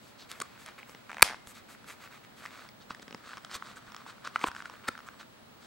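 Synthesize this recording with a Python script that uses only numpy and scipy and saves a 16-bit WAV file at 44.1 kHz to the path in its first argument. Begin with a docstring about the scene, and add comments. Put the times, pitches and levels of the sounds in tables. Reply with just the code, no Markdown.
"""Soft rubbing, clicks and creaks lead to the loud, overloaded snap of a press stud; then come strokes, ticks, knocks.
Hands fold the flap of a leather belt sheath over a steel utensil set, close to a camcorder in a quiet room.
Rubbing is dense random slips over filtered hiss; creaks, ticks, knocks and snap are damped sines with noise bursts.
A decaying-noise room echo, room tone, hum and whine surround them; soft clipping overloads the snap."""
import sys
import numpy as np
from scipy import signal
from scipy.fft import rfft, irfft
from scipy.io import wavfile
from scipy.ndimage import uniform_filter1d

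SR = 44100
rng = np.random.default_rng(int(sys.argv[2]) if len(sys.argv) > 2 else 0)


def log_audio(samples):
    """Write samples as a 16-bit WAV file to the path given in sys.argv[1]."""
    # one column per channel
    frames = np.atleast_2d(samples).T
    # limit to full scale, then quantise
    limited = np.clip(frames, -1, 1)
    pcm = np.round(limited * 32767).astype(np.int16)
    wavfile.write(sys.argv[1], SR, pcm)


N = 249951

TIME = np.arange(N) / SR
AGE = TIME[:2048]  # time since the start of a short contact [s]
TOUCH_S = 0.008  # reference length of one contact [s]
BODY, RASP, HISS, THUMP = (600, 2800), (2800, 6500), (6500, 14500), (170, 600)  # ranges [Hz]
# colour of skin or steel sliding on leather: (frequency [Hz], level [dB])
SLIDE_COLOUR = [(60, -14), (200, -12), (500, -3.5), (800, -4.5), (1300, 5), (2100, 0), (2900, -9.5),
                (3900, -4), (4600, -5.5), (5400, -12.5), (6500, -14), (8500, -11.5), (11000, -27.5),
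                (15000, -21)]


def undb(db):
    """Decibels to gain."""
    return 10 ** (np.asarray(db) / 20)


def level(x, db):
    """Set the rms level."""
    return x * undb(db) / np.sqrt(np.mean(x ** 2))


def touch_level(x, db):
    """Set the energy of a short sound, as its rms level over one brief contact."""
    return x * undb(db) / np.sqrt(np.sum(x ** 2) / (TOUCH_S * SR))


def band(x, edges, order=2):
    """Causal band-pass."""
    return signal.sosfilt(signal.butter(order, edges, "bandpass", fs=SR, output="sos"), x)


def colour(x, points):
    """Filter a sound by a curve through (frequency [Hz], level [dB]) points."""
    hz, db = np.transpose(points)
    f = np.maximum(np.fft.rfftfreq(len(x), 1 / SR), 1)
    curve_db = np.interp(np.log(f), np.log(np.maximum(hz, 1)), db)
    return irfft(rfft(x) * undb(curve_db), len(x))


def walk(rate):
    """Smooth random wander of rms 1, with a new target rate times a second."""
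    hold = int(SR / rate)
    steps = np.repeat(rng.standard_normal(N // hold + 1), hold)
    return level(uniform_filter1d(steps, hold)[:N], 0)


def add(out, s, x):
    """Mix x in at time s."""
    i = int(s * SR)
    out[i:i + len(x)] += x[:N - i]


def fade(t60, t=AGE):
    """Exponential decay, 60 dB in t60 seconds."""
    return np.exp(-np.log(1000) * t / t60)


def ring(modes, t=AGE, length=1):
    """Damped modes of alternating sign, each building up as the blow spreads into the body."""
    out = 0
    for k, (hz, db, t60, rise) in enumerate(modes):
        envelope = fade(t60 * length, t) * (1 - np.exp(-t / rise))
        out = out + (-1) ** k * undb(db) * np.sin(2 * np.pi * hz * t) * envelope
    return out


def burst(edges, t60):
    """Crunch of a contact breaking up: band-passed noise with a quick rise and a short decay."""
    return band(rng.standard_normal(len(AGE)) * (fade(t60) - fade(t60 / 8)), edges, order=3)


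def background(floor_db=-58, side_db=0, waver=0.2, flutter_db=2.5):
    """Steady room tone and recorder hiss, with a low hum and a thin, high whine whose pitch and level waver a
    little."""
    # room tone and hiss, common and opposed between channels: (frequency [Hz], relative level [dB])
    floor_mid = [(30, -14), (60, -9.5), (120, -0.5), (170, -3.5), (230, 3), (290, -3.5), (400, -7),
                 (700, -6.5), (1300, -9.5), (2500, -16), (4000, -17), (6000, -25), (8000, -26),
                 (14000, -32)]
    floor_side = [(30, -13), (60, -5), (130, -1.5), (200, -3), (400, -3.5), (700, -5.5), (1300, -9),
                  (2500, -13), (4000, -16), (8000, -25), (14000, -23)]
    # motor hum and line whine: (frequency [Hz], rms level [dB])
    hum_tones = [(213, -73), (1260, -80.5), (7865, -86), (15734, -72.5)]
    mid, side = (band(colour(rng.standard_normal(N), points), (20, 14300), order=8)
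                 for points in (floor_mid, floor_side))
    hum = 0
    for hz, db in hum_tones:
        tone = np.sin(2 * np.pi * hz * TIME + waver * walk(25))
        hum = hum + level(tone * undb(flutter_db * walk(9.8)), db)
    opposed = level(side, floor_db + side_db) * np.array([[1], [-1]])
    return level(mid, floor_db) + hum + opposed


def turned(turn_s=2.68, turn_length_s=0.8):
    """Turning the sheath over in the hands, from 0 (flap under the fingers) to 1 (hollow wall)."""
    return np.clip((TIME - turn_s) / turn_length_s + 0.5, 0, 1)


def sliding(attack=0.27, release=0.44, grip_rasp_db=-9, grip_hiss_db=-16, grip_wander_db=0.5):
    """Sliding strength in the body, rasp and hiss ranges: strokes on top of the restless grip."""
    # finger strokes: (start [s], length [s], peak level [dB], rasp [dB re level], hiss [dB re level])
    strokes = [(0, 0.15, -68.5, 2.5, 0), (.178, .08, -57.5, 5, -11), (0.284, 0.064, -52, -1.5, -6.5),
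               (0.323, 0.1, -53.5, -15, -12), (0.448, 0.035, -62, -22, -21), (0.576, .1, -66.5, 3, 3.5),
               (0.646, 0.079, -48.5, -10.5, -19), (0.777, 0.027, -50, -15, -14),
               (0.867, 0.078, -60, -12, -3), (1.05, 0.25, -58.5, -9, -18), (1.459, 0.082, -57, -6.5, 1),
               (1.534, 0.081, -58, -1.5, -5), (1.677, .09, -52, -9.5, -8), (1.858, 0.1, -48, -9, -8),
               (1.993, 0.1, -49.5, -10, -14.5), (2.094, 0.11, -53, -10, -14.5),
               (2.229, 0.037, -57.5, -9.5, -14), (2.36, 0.074, -57, -4, -6.5),
               (2.411, 0.084, -48, -10.5, -13.5), (2.462, 0.26, -51.5, -9, -15.5),
               (2.799, 0.05, -62, 1, -15.5), (2.891, 0.046, -47, -7.5, -19), (2.93, .07, -67, -3, -22),
               (3.016, 0.02, -59, 4.5, -1.5), (3.23, 0.16, -52.5, -4.5, -13.5),
               (3.367, 0.024, -46, -13, -28), (3.495, 0.096, -44.5, -3.5, -14),
               (3.534, 0.041, -41.5, -3, -4.5), (3.624, 0.13, -53, -4.5, -12),
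               (3.753, 0.045, -53, -6, -6.5), (3.839, 0.099, -57, -7.5, -17.5),
               (3.959, 0.093, -57.5, -8.5, -16.5), (4.055, 0.079, -49.5, -6.5, -14),
               (4.238, 0.061, -45.5, -4.5, -18.5), (4.338, 0.05, -48.5, -8, -16.5),
               (4.393, 0.088, -42, -10.5, -14.5), (4.458, 0.037, -40.5, -11, -6.5),
               (4.54, 0.095, -52, -7, -11.5), (4.641, .05, -50, -12, -16), (4.694, 0.092, -54, -13, -18),
               (4.82, 0.1, -52.5, -15, -21), (5.059, 0.031, -52, -15, -9),
               (5.185, 0.054, -53.5, -3.5, -11.5), (5.585, 0.2, -63.5, 1, -5.5)]
    # the gripping hands keep shifting a little between strokes: (time [s], level [dB])
    grip_points = [(0, -69.5), (.55, -60), (1.0, -62.5), (1.4, -66), (2.3, -67.5), (2.75, -79), (3.2, -61),
                   (3.5, -60), (3.82, -63), (4.5, -62), (5.17, -63), (5.26, -75.5), (5.67, -73)]
    grip = undb(np.interp(TIME, *np.transpose(grip_points)) + grip_wander_db * walk(12))
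    power = (undb([[0], [grip_rasp_db], [grip_hiss_db]]) * grip) ** 2
    for s, length, db, rasp, hiss in strokes:
        # a stroke gathers speed, glides and eases off; attack and release are shares of its length
        along = np.linspace(0, 1, int(length * SR))
        speed = np.clip(np.minimum(along / attack, (1 - along) / release), 0, 1)
        for part, part_db in zip(power, (0, rasp, hiss)):
            add(part, s, (undb(db + part_db) * speed) ** 2)
    return np.sqrt(power)


def rubbing(slide, grain_db=2.5, grains_per_s=1100, smooth_db=-5, stutter_db=2.0, hiss_grain_db=-9,
            body_db=-3, rasp_db=0, hiss_db=-1, sheen_db=-7):
    """Skin catches on the grain of the leather in dense tiny slips, over a smooth hiss that rules the treble."""
    sizes = undb(grain_db * np.minimum(rng.exponential(size=N), 4))
    hits = (rng.random(N) < grains_per_s / SR) * rng.choice([-1, 1], N)
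    grains = level(hits * sizes * undb(stutter_db * walk(130)), 0)
    smooth = rng.standard_normal(N)
    gritty = colour(grains + undb(smooth_db) * smooth, SLIDE_COLOUR)
    silky = colour(undb(hiss_grain_db) * grains + smooth, SLIDE_COLOUR)
    parts = [(gritty, (60, BODY[1]), body_db), (gritty + silky, RASP, rasp_db), (silky, HISS, hiss_db)]
    friction = sum(gain * level(band(x, edges, order=4), db) for gain, (x, edges, db) in zip(slide, parts))

    def resonance(hz, width, db):
        """The same slips, with new random signs, ring the leather under the fingers."""
        return level(band(grains * rng.choice([-1, 1], N), (hz - width / 2, hz + width / 2)), db)

    flap = resonance(2300, 690, -7.5)
    wall = resonance(1310, 420, -3)
    # the polished flap adds a high sheen to the hiss
    sheen = level(band(smooth, (8500, 13800), order=6), sheen_db)
    over = turned()
    return friction + (1 - over) * (slide[0] * flap + slide[2] * sheen) + over * slide[0] * wall


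def crackle(slide, per_s=50, gain_db=-2, wall_db=3, limit_db=-54, spread_db=3, hz=1350, t60=0.005, grit_db=-4):
    """Leather lets go in faint, dry random creaks that follow the pressure to a limit; the wall creaks most."""
    pressure = np.minimum(slide, undb(limit_db)) * undb(wall_db * turned())
    out = np.zeros(N)
    for when, size, place in rng.random((int(per_s * N / SR), 3)):
        pitch = hz * np.exp(0.3 * (place - 0.5))
        tone = touch_level(ring([(pitch, 0, t60, t60 / 10)]), 0)
        wall = tone + touch_level(burst(BODY, t60), grit_db)
        loudness_db = gain_db + spread_db * (2 * size - 1)
        add(out, when * TIME[-1], pressure[int(when * N)] * touch_level(wall, loudness_db))
    return out


def echo(x, wet_db=-22, gap_s=0.0064, build_s=0.011):
    """A small furnished room: the walls answer after a gap, the echoes thicken, and the top band dies first."""
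    # bands of the echo: (centre [Hz], relative level [dB], t60 [s])
    room_bands = [(247.2, -7, .35), (494, -3.5, 0.21), (940, 4.5, 0.22), (2000, -3, .33), (3940, 0.5, .28),
                  (7870, -3.5, 0.2), (15000, -13, .14)]
    t = TIME[:SR // 2]
    tail = 0
    for hz, db, t60 in room_bands:
        edges = hz / np.sqrt(2), min(hz * np.sqrt(2), HISS[1])
        tail = tail + undb(db) * band(rng.standard_normal(len(t)), edges, order=3) * fade(t60, t)
    tail = tail * (1 - np.exp(-np.maximum(t - gap_s, 0) / build_s))
    return signal.fftconvolve(x, undb(wet_db) * tail / np.sqrt(np.sum(tail ** 2)))[:N]


def slips(rows, ring_t60, grit_db, grit_t60, edge_t60, edge_db, thump_hz, thump_t60):
    """Each slip rings the damped leather, plucks the stiff seam, tears at fibres and thumps the pocket.

    rows: (time [s], level [dB], ring [Hz], rasp [dB], hiss [dB], thump [dB re level]); rasp and hiss are re
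    level before the edge_db trim."""
    # modes of the hollow pocket: (multiple of the thump pitch, relative level [dB])
    pocket_modes = [(1, 0), (1.5, -3), (2.1, -1)]
    out = np.zeros(N)
    for s, db, hz, rasp, hiss, low in rows:
        wall = touch_level(ring([(hz, 0, ring_t60, ring_t60 / 10)]), 0)
        body = touch_level(wall + touch_level(burst(BODY, grit_t60), grit_db), 0)
        seam = ring([(f * rng.uniform(0.97, 1.03), 0, edge_t60, edge_t60 / 10) for f in (3300, 5300)])
        edge = touch_level(touch_level(burst(RASP, edge_t60), 0) + touch_level(seam, 0), rasp)
        fibres = touch_level(burst((HISS[0], 11000), edge_t60), hiss)
        hollow = 0
        for k, (multiple, mode_db) in enumerate(pocket_modes):
            hollow = hollow + (-1) ** k * undb(mode_db) * np.sin(2 * np.pi * multiple * thump_hz * AGE)
        pocket = touch_level(band(hollow * fade(thump_t60), THUMP), low)
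        add(out, s, undb(db) * (body + undb(edge_db) * (edge + fibres) + pocket))
    return out


def small_contacts(ring_t60=0.006, tick_hiss_db=-13.5, tick_thump_db=-18.5):
    """Ringing ticks, dry cracks and bright clicks all sound through the same leather body."""
    # light touches of the stud's cap: (time [s], level [dB])
    click_rows = [(0.3149, -45.5), (0.4018, -42.5), (.4152, -46.5), (.6615, -51), (1.472, -53)]
    # the squeezed leather, flap or wall, lets go with a short ring: (time [s], level [dB], ring [Hz], rasp [dB
    # before edge trim])
    tick_rows = [(.687, -47.5, 1160, -5), (.8, -52.5, 2360, -16), (.83, -48, 2280, -18),
                 (1.8435, -54, 1360, -2.5), (2.4541, -42, 1170, -20), (2.4602, -41, 1900, -5.5),
                 (2.652, -53.5, 1177, -7), (2.6892, -54.5, 2200, 6), (2.9066, -37.5, 1300, -16),
                 (2.9476, -47, 1774, -2), (3.333, -42, 1600, -20), (3.3376, -46.5, 1210, -10),
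                 (3.371, -44.5, 1200, -3), (3.3806, -47, 1160, -4), (3.4478, -45.5, 1360, 4),
                 (3.5137, -45, 1160, 0.5), (3.6239, -38, 1325, -18), (3.92, -50.5, 1210, 1.5),
                 (3.9462, -44.5, 1220, -3), (3.9645, -47.5, 1230, 4), (4.064, -44.5, 1022, -19),
                 (4.2493, -43, 1180, -2.5), (4.2738, -35, 1350, -5.5), (4.3924, -46, 1230, -2.5),
                 (4.4144, -41.5, 2150, -9), (4.4711, -33.5, 1350, -23), (4.485, -36.5, 1280, -16),
                 (4.5155, -43, 1460, -5), (4.5494, -44, 1450, -6), (4.564, -40.5, 1510, -7.5),
                 (4.6038, -42, 1500, -25), (4.6224, -44, 1280, -7), (4.6565, -41.5, 1450, -6.5),
                 (4.6979, -45, 1050, -4), (4.9521, -46, 1530, -18), (4.9772, -46.5, 1350, -3.5),
                 (4.99, -46.5, 1350, -8), (5.0042, -50, 1270, -7), (5.078, -52, 1250, -7),
                 (5.087, -43, 1490, -8.5)]
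    # stiff leather cracks drily as it bends, with a hollow thump: (time [s], level [dB])
    crack_rows = [(0.8947, -51), (.948, -50.5), (2.906, -48), (2.9964, -52), (3.0275, -51.5), (3.08, -49),
                  (3.1089, -49.5), (3.1265, -49), (3.1464, -41.5)]
    # added to each row: ring [Hz], then rasp, hiss and thump [dB]
    clicks = [(s, db, 1250, 4, 3, -7.5) for s, db in click_rows]
    cracks = [(s, db, 852, -2, -25, -0.5) for s, db in crack_rows]
    ticks = [(s, db, hz, rasp, rasp + tick_hiss_db, tick_thump_db) for s, db, hz, rasp in tick_rows]
    ringing = slips(ticks, ring_t60, grit_db=-7.5, grit_t60=0.0081, edge_t60=0.0066, edge_db=-5.5,
                    thump_hz=296.0, thump_t60=0.0059)
    dry = slips(cracks + clicks, ring_t60, grit_db=4, grit_t60=0.007, edge_t60=0.0055, edge_db=-4.5,
                thump_hz=250, thump_t60=0.007)
    return ringing + dry


def knocks():
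    """Steel utensils knock dully in their pocket, each with a brief scrape that peaks just ahead of the knock."""
    # (time [s], level [dB], ring [Hz], rasp [dB before edge trim], hiss [dB before edge trim],
    #  thump [dB re level], thump [Hz], ring t60 [s], scrape [dB re level], scrape rise and fall constant [s])
    knock_rows = [(0.419, -35.5, 1180, -19, 1, -21, 240, 0.014, 0.5, 0.0025),
                  (4.3592, -24, 1340, -24, -30, -31, 268, 0.0097, -41, 0.0024),
                  (4.4407, -22.5, 1035, -42, -43, -7.5, 315, 0.01, -17, 0.0014),
                  (4.886, -27.5, 1370, -11, -8, -9.5, 250, 0.015, -3, 0.0036)]
    out = np.zeros(N)
    middle = AGE[-1] / 2
    for s, db, hz, rasp, hiss, low, pocket_hz, t60, scrape_db, length in knock_rows:
        out += slips([(s, db, hz, rasp, hiss, low)], ring_t60=t60, grit_db=-8, grit_t60=0.011,
                     edge_t60=0.007, edge_db=-4.5, thump_hz=pocket_hz, thump_t60=0.025)
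        swell = np.exp(-np.abs(AGE - middle) / length)
        scrape = colour(rng.standard_normal(len(AGE)), SLIDE_COLOUR) * swell
        add(out, s - middle - 0.002, touch_level(scrape, db + scrape_db))
    return out


def creak(fibre_db=-17, fibre_t60=0.0066, follow_db=-7, follow_s=0.001, colour_scatter_db=2,
          jitter_s=0.0004, scatter_db=1):
    """Stick and slip: each jerk rings the flap, and a smaller one follows at once."""
    # runs of nearly even jerks under the thumbs, before and after the stud gives:
    # (first jerk [s], last jerk [s], approximate gap [s], mean level [dB], brightness [dB per octave])
    creak_runs = [(1.0946, 1.1046, 0.0041, -44.5, -1.5), (1.1152, 1.1449, .0142, -44, 1.5),
                  (1.168, 1.2089, 0.016, -41.5, -0.5), (1.246, 1.2966, .01, -40, 0),
                  (1.302, 1.3252, .007, -42.5, -3), (1.333, 1.3435, .011, -42, -4)]
    # modes of the leather flap: (frequency [Hz], relative level [dB], t60 [s], build-up [s])
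    flap_modes = [(296.3, -21.5, 0.0057, .0004), (850, -2, 0.0076, 0.00057), (1200, -7, 0.0084, 0.00019),
                  (1540, 4.5, 0.0043, 0.00041), (2040, -4.5, .005, 0.00009), (2420, -3, 0.0057, .0003),
                  (3140, -13.5, 0.0026, 0.00033), (3870, -17, 0.0048, 0.000293),
                  (5590, -17.5, 0.0036, .0003)]
    out = np.zeros(N)
    for first, last, gap, run_db, bright in creak_runs:
        for even_s in np.linspace(first, last, round((last - first) / gap) + 1):
            s = even_s + jitter_s * rng.standard_normal()
            db = run_db + scatter_db * rng.standard_normal()
            modes = []
            for hz, mode_db, t60, rise in flap_modes:
                tilt_db = bright * np.log2(hz / 1500)
                modes.append((hz, mode_db + tilt_db + colour_scatter_db * rng.standard_normal(), t60, rise))
            jerk = touch_level(ring(modes), db)
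            fibres = touch_level(burst((RASP[0], 9000), fibre_t60), db + fibre_db + bright)
            add(out, s, jerk + fibres)
            add(out, s + follow_s * rng.uniform(0.28, 2.3), undb(follow_db) * jerk)
    return out


def snap(blows, crack_t60=0.007):
    """Two blows of the press stud, each a crack and a short ring; the last one sets the steel ringing."""
    # stud on its leather backing: (frequency [Hz], level [dB re blow], t60 before blow's share [s], build-up [s])
    stud_modes = [(44.85, -28, 0.039, 0.0016), (128, -21, 0.016, 0.003), (260, -24.5, 0.022, 0.00031),
                  (416, -24.5, 0.0089, 0.00059), (607, -15.5, 0.014, 0.001), (860, -5, .010, 0.001),
                  (1010, 2, 0.0061, 0.00047), (1280, -0.5, 0.013, .0012), (1640, -2.5, 0.012, 0.00056),
                  (1996, -4, 0.0099, 0.0004), (2382, 9, 0.0071, .0006), (3700, -8, 0.0069, 0.000067),
                  (4537, -5, 0.0089, .0002), (5680, -12.5, 0.01, 0.0001), (7810, -7.5, 0.007, 0.00011),
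                  (8290, -10.5, 0.009, .0001), (8760, 3.5, 0.0043, 0.00011), (11500, -16, 0.0074, 0.000051)]
    # the utensils ring on faintly: (frequency [Hz], level [dB], t60 [s], build-up [s])
    steel_modes = [(2114, -53, 0.95, .001), (3324, -43.5, 0.27, .001), (5400, -46, 0.2, 0.00091),
                   (7860, -58.5, .4, .001)]
    out = np.zeros(N)
    for s, db, crack_db, length in blows:
        crack = undb(crack_db) * burst((BODY[0], HISS[1]), crack_t60 * length)
        add(out, s, undb(db) * (ring(stud_modes, length=length) + crack))
    add(out, blows[-1][0], ring(steel_modes, TIME[:SR]))
    return out


def bumps(hz=70, t60=0.035):
    """Flesh meets leather with a low, dead thud."""
    # soft bumps of the hands against the sheath: (time [s], level [dB])
    bump_rows = [(1.471, -55), (2.906, -55), (3.553, -53), (3.879, -60), (4.481, -46), (4.885, -48.5)]
    out = np.zeros(N)
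    for s, db in bump_rows:
        add(out, s, touch_level(ring([(hz, 0, t60, t60 / 20)]), db))
    return out


def scene(echo_side_db=-5, clap_db=18, port_lag=0.3):
    """All the handling happens just in front of two closely spaced microphone ports."""
    # the stud's spring rides over the rim, then the cap slams home:
    # (time [s], level [dB], crack [dB re level], ring length [share of t60])
    blows = [(1.2213, -7.5, 3, 0.93), (1.2255, 3.5, 0.5, 0.95)]
    slide = sliding()
    leather = rubbing(slide) + crackle(slide[0]) + small_contacts() + knocks() + creak() + bumps()
    near = leather + snap(blows)
    # summed over all directions the snap reaches the walls as one broad clap, here a single impulse
    radiated = leather.copy()
    add(radiated, blows[-1][0], undb([clap_db]))
    # each port leads or lags by about port_lag samples, which widens mainly the treble
    side = port_lag * np.gradient(near) + undb(echo_side_db) * echo(radiated)
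    return near + echo(radiated) + side * np.array([[1], [-1]]) + background()


def record(dry, ceiling=0.98, left_bias=0.079, right_bias=-0.13, top_hz=16100):
    """The snap clips the input stage, a little off centre in each channel; the top is cut."""
    bias = np.array([[left_bias], [right_bias]])
    driven = dry + bias
    clipped = driven / (1 + (driven / ceiling) ** 6) ** (1 / 6) - bias
    return signal.sosfilt(signal.ellip(8, 0.2, 60, top_hz, fs=SR, output="sos"), clipped)


dry = scene()
out = record(dry)
log_audio(out)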